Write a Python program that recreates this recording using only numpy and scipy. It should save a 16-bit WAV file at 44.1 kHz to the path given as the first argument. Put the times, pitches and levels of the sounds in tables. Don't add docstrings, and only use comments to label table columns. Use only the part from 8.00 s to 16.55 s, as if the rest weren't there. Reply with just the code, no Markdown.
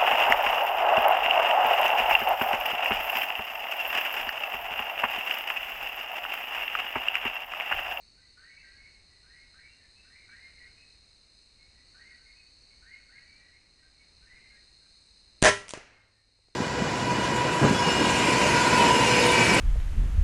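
import sys
import numpy as np
from scipy import signal
from scipy.fft import rfft, irfft, next_fast_len
from scipy.io import wavfile
from scipy.ndimage import uniform_filter1d, map_coordinates

SR = 44100
rng = np.random.default_rng(int(sys.argv[2]) if len(sys.argv) > 2 else 0)


def inscribe(sig):
    pcm = np.round(np.clip(np.atleast_2d(sig).T, -1, 1) * 32767)
    wavfile.write(sys.argv[1], SR, pcm.astype(np.int16))


N = 377055
STRIKE_S = 7.4257

# frequency in Hz, relative spectral density in dB.
PUFF_SPECTRUM = [(30, -10.5), (250, -8.5), (600, -4.5), (1200, -5), (1900, 0), (2700, -4), (4500, -8.8),
                 (6100, -6), (7300, -11), (9800, -12.5), (10600, -26)]
# frequency in Hz, relative level in dB, T60 in seconds.
MUZZLE_MODES = [(660, -9.5, .022), (1150, -15.5, .014), (1760, -11.5, .026), (6100, -17, 0.0084)]
# frequency in Hz, relative spectral density in dB.
SNAP_SPECTRUM = [(200, -18.5), (1500, -8), (3000, -0.5), (4500, -4.5), (7000, -1), (9500, -6), (10600, -17)]
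# frequency in Hz, relative level in dB, T60 in seconds.
GUN_MODES = [(105, -38, .3), (135.8, -38.5, .22), (203, -39, .27), (310.3, -35, 0.1), (402.3, -26, .26),
             (484, -30, 0.1), (518, -30, .1), (604, -27, .24), (621.4, -19, .105), (672, -28, 0.08),
             (1003, -28, .25), (1078, -28, .13), (1351, -31, 0.32), (1403, -32.5, .15), (1521, -29.5, 0.15),
             (1573, -31, .14), (1640, -28, .23), (1727, -23.5, .13), (1838, -23, .2), (1920, -27, 0.11),
             (1943, -31, .37), (1997, -25, .14), (2150, -27, .16), (2200, -29, .14), (2430, -36, .26),
             (2500, -32, .13), (2789, -37, .22), (3004, -35, .26), (3200, -38, .28), (3876, -38, .2),
             (5391, -37, .17), (6000, -32.5, 0.17)]
# frequency in Hz, level in dB, T60 in seconds.
MOUNT_MODES = [(48, -13, .2), (102, -52, 3.5), (165, -11, .04), (271, -7.5, 0.023), (370, -7, 0.024)]
# start in seconds, snap level in dB, knock level in dB, knock frequency in Hz.
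IMPACTS = [(7.6824, -26.5, -42, 2300), (7.6923, -20.5, -38, 650), (7.702, -30, -44, 2800),
           (7.7073, -19.5, -38, 610), (7.7109, -26, -44, 1500), (7.7205, -34, -46, 2500),
           (7.7367, -22, -16, 610), (7.7748, -35, -26, 400), (8.29, -80, -59, 490), (8.39, -80, -59, 500),
           (8.485, -62, -53, 452)]
# frequency in Hz, relative spectral density in dB.
ECHO_SPECTRUM = [(40, 2.5), (250, -4), (520, -0.5), (1000, -3), (1900, 2), (2800, -1), (3500, -9.5),
                 (6000, -7.5), (10000, -20.5)]
# frequency in Hz, T60 in seconds.
MARSH_DECAY = [(100, .9), (2000, 0.84), (5000, 0.62), (10000, .4)]
# start in seconds, time span in seconds, pitch ratio applied to
# the last step, relative level in dB, gain from step to step in dB.
RISING_CALLS = [(.364, .25, 1.04, -59, -1), (1.227, .24, 1, -64.5, 2.5), (1.533, .18, 1.075, -61.5, 0),
                (2.039, .21, 1, -63.5, 4), (2.272, .225, .99, -57.3, 1.5), (3.935, .21, .99, -61, -.5),
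                (4.815, .18, 1, -58.8, 3.8), (5.088, .12, 1.015, -60.5, 3), (6.205, .22, .99, -64, 4.5)]
# start and length as shares of the call's span,
# nominal start and end pitch in Hz, relative level in dB.
CALL_STEPS = [(0, .4, 1420, 1640, -1.5), (.24, .38, 1760, 2010, 0), (.48, .46, 2090, 2170, .5)]
# start in seconds, length in seconds, pitch in Hz, relative level in dB.
PEEPS = [(.17, .05, 1530, -70), (.209, .08, 1970, -67.5), (.567, .07, 2640, -65.5), (.587, .08, 2130, -63),
         (.62, .11, 1580, -65.5), (.632, .08, 1920, -59), (.766, .16, 2190, -58.5),
         (.858, .011, 2160, -49.5), (1.092, .09, 1960, -69), (1.3, .1, 1920, -63), (1.68, .08, 2760, -68),
         (1.79, .09, 1780, -67), (1.955, .09, 2620, -65), (2.14, .08, 2320, -63), (2.28, .07, 2260, -60),
         (2.531, .18, 2120, -61), (2.589, .095, 1930, -60), (2.758, .11, 2530, -62.5),
         (3.58, .11, 2180, -69), (3.746, .08, 1960, -67), (4.099, .065, 1915, -59), (4.17, .07, 1530, -68),
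         (4.249, .075, 2160, -58), (4.35, .09, 2510, -65), (4.7, .05, 2190, -65), (5.162, .12, 1940, -65.5),
         (5.243, .19, 2300, -65), (5.379, .15, 1930, -63), (5.52, .06, 2150, -61.5), (5.77, .1, 1880, -70),
         (5.82, .055, 1570, -69), (5.97, .08, 2220, -68), (6.29, .08, 1980, -61), (6.42, .135, 2110, -63),
         (6.548, .09, 1880, -66), (6.8, .08, 1580, -72), (7.91, .125, 2140, -61.5), (7.96, .09, 1600, -68),
         (8.12, .11, 1810, -71)]
# frequency in Hz, relative spectral density in dB.
FLOCK_SPECTRUM = [(1100, -50), (1300, -13.5), (1520, -1), (1700, -5), (1950, 5), (2250, 1), (2550, -3),
                  (2750, -11.5), (2950, -4.5), (3250, -33), (4000, -60)]
# centre in Hz, bandwidth in Hz, relative level in dB.
CHORUS_WINGS = [(4195, 350, 0.5), (3806, 280, -11), (4930, 330, -8.5), (6200, 510, -17), (6800, 400, -21.5),
                (8320, 750, -16), (9990, 350, -23.5)]
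# time in seconds, relative level in dB.
CHORUS_SWELLS = [(0.0, -67), (0.82, -65), (2.45, -63), (3.85, -65), (3.87, -64), (5.67, -67), (7.04, -62),
                 (7.35, -65)]
# centre in Hz, bandwidth in Hz, relative level in dB.
NEAR_WINGS = [(4440, 160, 3), (6350, 760, -18.5), (8400, 900, -24)]
# start in seconds, end in seconds, level in dB.
NEAR_TRILLS = [(0, .96, -64.3), (3.853, 5.42, -64)]
# frequency in Hz, relative spectral density in dB.
AIR_SPECTRUM = [(20, -5), (45, 1.5), (80, -4), (130, -13), (300, -17), (800, -24), (1500, -25),
                (2300, -17.5), (2950, -24), (3300, -35.5), (5500, -26), (10000, -42.5)]


def rifle(times, puff_gains_db, slide_s=7.4195, thump_s=.0015, crack_loss_db=1.6, thump_loss_db=2.2):
    out, t = np.zeros(N), seconds(SR // 2)
    slide = amp(-19) * coloured(SNAP_SPECTRUM, len(t)) * fade(t, .052) * rise(t, .001)
    add(out, slide_s, slide)
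    for bounce, (start, gain_db) in enumerate(zip(times, puff_gains_db)):
        bark = np.zeros(len(t))
        for hz, db, t60 in MUZZLE_MODES:
            cycles = hz * t * rng.normal(1, .06) + rng.random()
            bark += amp(db) * fade(t, t60) * np.sin(2 * np.pi * cycles)
        burst, hiss = amp(-13) * fade(t, .02), amp(-25.5) * fade(t, .3)
        puff = coloured(PUFF_SPECTRUM, len(t)) * (burst + hiss)
        crack_t60, slam_db = (.012, 8) if bounce == 0 else (.007, 0)
        crack_db = -1 - crack_loss_db * bounce
        thump_db = -4 - thump_loss_db * bounce + slam_db
        crack = amp(crack_db) * coloured(SNAP_SPECTRUM, len(t)) * fade(t, crack_t60)
        thump = amp(thump_db) * pressure_pulse(t / thump_s)
        add(out, start, (amp(gain_db) * (bark + puff) + crack + thump) * rise(t, .0002))
    return out


def hammer_bounces(count=12, first_flight_s=.0123, chatter_s=.0044, restitution=.565, peak_db=8.5):
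    rebound = restitution ** np.arange(count - 1)
    chatter = chatter_s + .0008 * rng.standard_normal(count - 1)
    flights = first_flight_s * rebound + chatter * (1 - rebound)
    age = np.append(0, np.cumsum(flights))
    past_peak_s = age - .028
    rise_db_per_s, fall_db_per_s = 260, 240
    gains_db = peak_db + np.minimum(rise_db_per_s * past_peak_s, -fall_db_per_s * past_peak_s)
    return STRIKE_S + age, gains_db


def gun_ringing(times, gains_db, level_db=1.2, slip_rad=.6):
    out, t = np.zeros(N), seconds(SR * 3 // 4)
    age = np.maximum(t - (times - times[0])[:, None], 0)
    onset = rise(age, .0004)
    for hz, db, t60 in GUN_MODES:
        envelope = np.linalg.norm(amp(gains_db)[:, None] * onset * fade(age, t60), axis=0)
        phase = 2 * np.pi * (hz * t + rng.random())
        phase += slip_rad * rng.standard_normal(len(times)) @ onset
        add(out, times[0], amp(db + level_db) * envelope * np.sin(phase))
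    return out


def recoil():
    t = np.maximum(seconds(N) - STRIKE_S, 0)
    return sum(amp(db) * np.sin(2 * np.pi * hz * t) * fade(t, t60) for hz, db, t60 in MOUNT_MODES)


def small_impacts(snap_t60=.0061, rattle_t60=.12, knock_cycles=6.5, linger_cycles=36):
    out, t = np.zeros(N), seconds(SR // 5)
    for start, snap_db, knock_db, hz in IMPACTS:
        snap = coloured(SNAP_SPECTRUM, len(t)) * (fade(t, snap_t60) + amp(-18) * fade(t, rattle_t60))
        cycles = hz * t
        modes = np.sin(2 * np.pi * cycles) + amp(-5) * np.sin(2 * np.pi * 1.6 * cycles)
        knock = modes * (fade(cycles, knock_cycles) + amp(-17) * fade(cycles, linger_cycles))
        push = amp(-9) * pressure_pulse(2 * cycles) * rise(t, .0002)
        add(out, start, amp(snap_db) * snap - amp(knock_db) * (knock + push))
    return out


def echoes(grass_s=7.46, bank_s=7.738, slap_t60=.33):
    out, t = np.zeros(N), seconds(SR)
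    add(out, grass_s, amp(-29) * absorption(coloured(ECHO_SPECTRUM, SR)))
    add(out, bank_s, amp(-38.3) * absorption(coloured(ECHO_SPECTRUM, SR)))
    add(out, bank_s, amp(-33.5) * coloured(ECHO_SPECTRUM, SR) * fade(t, slap_t60))
    return out


def absorption(sound):
    hz, t, spectra = signal.stft(sound, SR, nperseg=256)
    decay = fade(t, log_interp(MARSH_DECAY, hz)[:, None])
    return signal.istft(spectra * decay, SR, nperseg=256)[1]


def birds(level_db=-1.2, scatter_db=-2.5, scatter_t60=.48, flock_db=-8.5, flock_t60=.6):
    out, tail_t = np.zeros(N), seconds(SR * 3 // 4)
    for start, length, start_hz, end_hz, db in bird_notes():
        note = whistle(int(length * SR), start_hz, end_hz)
        paths = rng.standard_normal(len(tail_t)) * fade(tail_t, scatter_t60)
        scattered = signal.fftconvolve(note, paths)
        scattered *= np.sqrt(len(note)) / np.linalg.norm(scattered)
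        add(out, start, amp(level_db + db) * note)
        add(out, start, amp(level_db + db + scatter_db) * scattered)
    memory = fade(tail_t, flock_t60) ** 2
    recent_power = signal.fftconvolve(out ** 2, memory / memory.sum())[:N]
    return out + amp(flock_db) * np.sqrt(np.abs(recent_power)) * coloured(FLOCK_SPECTRUM)


def whistle(count, start_hz, end_hz, waver=.009, flutter_db=2.8):
    progress = np.linspace(0, 1, count)
    slur = progress * (3 - progress) / 2
    hz = (start_hz + (end_hz - start_hz) * slur) * (1 + waver * wobble(110, count))
    hoarseness_rad = .26 + 1.4 * np.log(end_hz / start_hz)
    phase = 2 * np.pi * np.cumsum(hz) / SR + hoarseness_rad * wobble(700, count)
    tone = np.sin(phase) + amp(-27) * np.sin(2 * phase)
    return unit(tone * signal.windows.tukey(count, .45) * amp(flutter_db * wobble(130, count)))


def bird_notes(answer_count=10, longest_wait_s=.45, peep_rise=.025):
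    notes, answers = [], []
    for start, span, last_ratio, call_db, gain_db in RISING_CALLS:
        for step, ratio, swell_db in zip(CALL_STEPS, (1, 1, last_ratio), (-gain_db, 0, gain_db)):
            offset, share, start_hz, end_hz, step_db = step
            db = call_db + step_db + swell_db
            notes.append((start + offset * span, share * span, ratio * start_hz, ratio * end_hz, db))
    pitches = [end_hz for *_, end_hz, _ in CALL_STEPS]
    usual_length = np.median([length for _, length, *_ in PEEPS])
    for _ in range(answer_count):
        start = rng.choice(RISING_CALLS)[0] + rng.uniform(0, longest_wait_s)
        answers.append((start, usual_length, rng.choice(pitches), rng.normal(-70, 2)))
    for start, length, hz, db in PEEPS + answers:
        notes.append((start, length, hz * (1 - peep_rise / 2), hz * (1 + peep_rise / 2), db))
    return notes


def insects(chorus_gain_db=2.7, flutter_db=.5, edge_s=.02):
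    t = seconds(N)
    chorus = wing_rasp(CHORUS_WINGS, stroke_hz=58.6, stroke_depth=.13, return_depth=.08, drift=.02)
    near = wing_rasp(NEAR_WINGS, stroke_hz=58.4, stroke_depth=.27, return_depth=.41, drift=.0058)
    trills = sum(amp(db) * np.clip(np.minimum(t - start, end - t) / edge_s + .5, 0, 1)
                 for start, end, db in NEAR_TRILLS)
    swell_db = np.interp(t, *np.transpose(CHORUS_SWELLS))
    return chorus * amp(chorus_gain_db + swell_db + flutter_db * wobble(14)) + near * trills


def wing_rasp(resonances, stroke_hz, stroke_depth, return_depth, drift):
    hiss = noise(lambda hz: np.sqrt(sum(amp(db) ** 2 * .5 ** ((2 * (hz - centre) / width) ** 2)
                                        for centre, width, db in resonances)))
    phase = 2 * np.pi * np.cumsum(stroke_hz * (1 + drift * wobble(3))) / SR
    return unit(hiss * (1 + stroke_depth * np.cos(phase) + return_depth * np.sin(2 * phase)))


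def air(level_db=-64, swell_db=1.12):
    return coloured(AIR_SPECTRUM) * amp(level_db + swell_db * wobble(2.974))


def amp(db):
    return 10 ** (np.asarray(db) / 20)


def unit(x):
    return x / np.sqrt(np.mean(x ** 2) + 1e-20)


def log_interp(points, hz):
    knots_hz, values = np.transpose(points)
    return np.interp(np.log(hz + 1), np.log(knots_hz + 1), values)


def seconds(count):
    return np.arange(count) / SR


def wobble(rate, count=N):
    knots = rng.standard_normal(int(count * rate / SR) + 4)
    return map_coordinates(knots, [seconds(count) * rate])


def noise(gain, count=N):
    size = next_fast_len(count)
    spectrum = rfft(rng.standard_normal(size)) * gain(np.fft.rfftfreq(size, 1 / SR))
    return unit(irfft(spectrum, size)[:count])


def coloured(points, count=N):
    return noise(lambda hz: amp(log_interp(points, hz)), count)


def fade(t, t60):
    return np.exp(-np.log(1000) * t / t60)


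def rise(t, time_constant):
    return 1 - np.exp(-t / time_constant)


def pressure_pulse(scaled_time):
    return (1 - scaled_time) * np.exp(-scaled_time)


def add(track, start_s, sound):
    part = track[round(start_s * SR):]
    part[:len(sound)] += sound[:len(part)]


def scene():
    blows = hammer_bounces()
    marsh = air() + insects() + birds()
    shot = rifle(*blows) + gun_ringing(*blows) + recoil() + small_impacts() + echoes()
    return (marsh + shot)[None]


def gain_control(sound, threshold_db=-32, range_db=11, recovery_db_per_s=5.5):
    level_db = 10 * np.log10(np.abs(uniform_filter1d(sound ** 2, size=256)) + 1e-12)
    cut_db = np.clip(level_db - threshold_db, 0, range_db)
    recovery_db = recovery_db_per_s * seconds(N)
    return sound * amp(recovery_db - np.maximum.accumulate(cut_db + recovery_db, axis=-1))


def record(dry):
    cutoff_hz = 10550
    size = next_fast_len(N + SR // 2)
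    hz = np.fft.rfftfreq(size, 1 / SR)
    low_pass = 1 / np.sqrt(1 + (hz / cutoff_hz) ** 200)
    return irfft(rfft(gain_control(dry), size) * low_pass, size)[..., :N]


dry = scene()
out = record(dry)
inscribe(out)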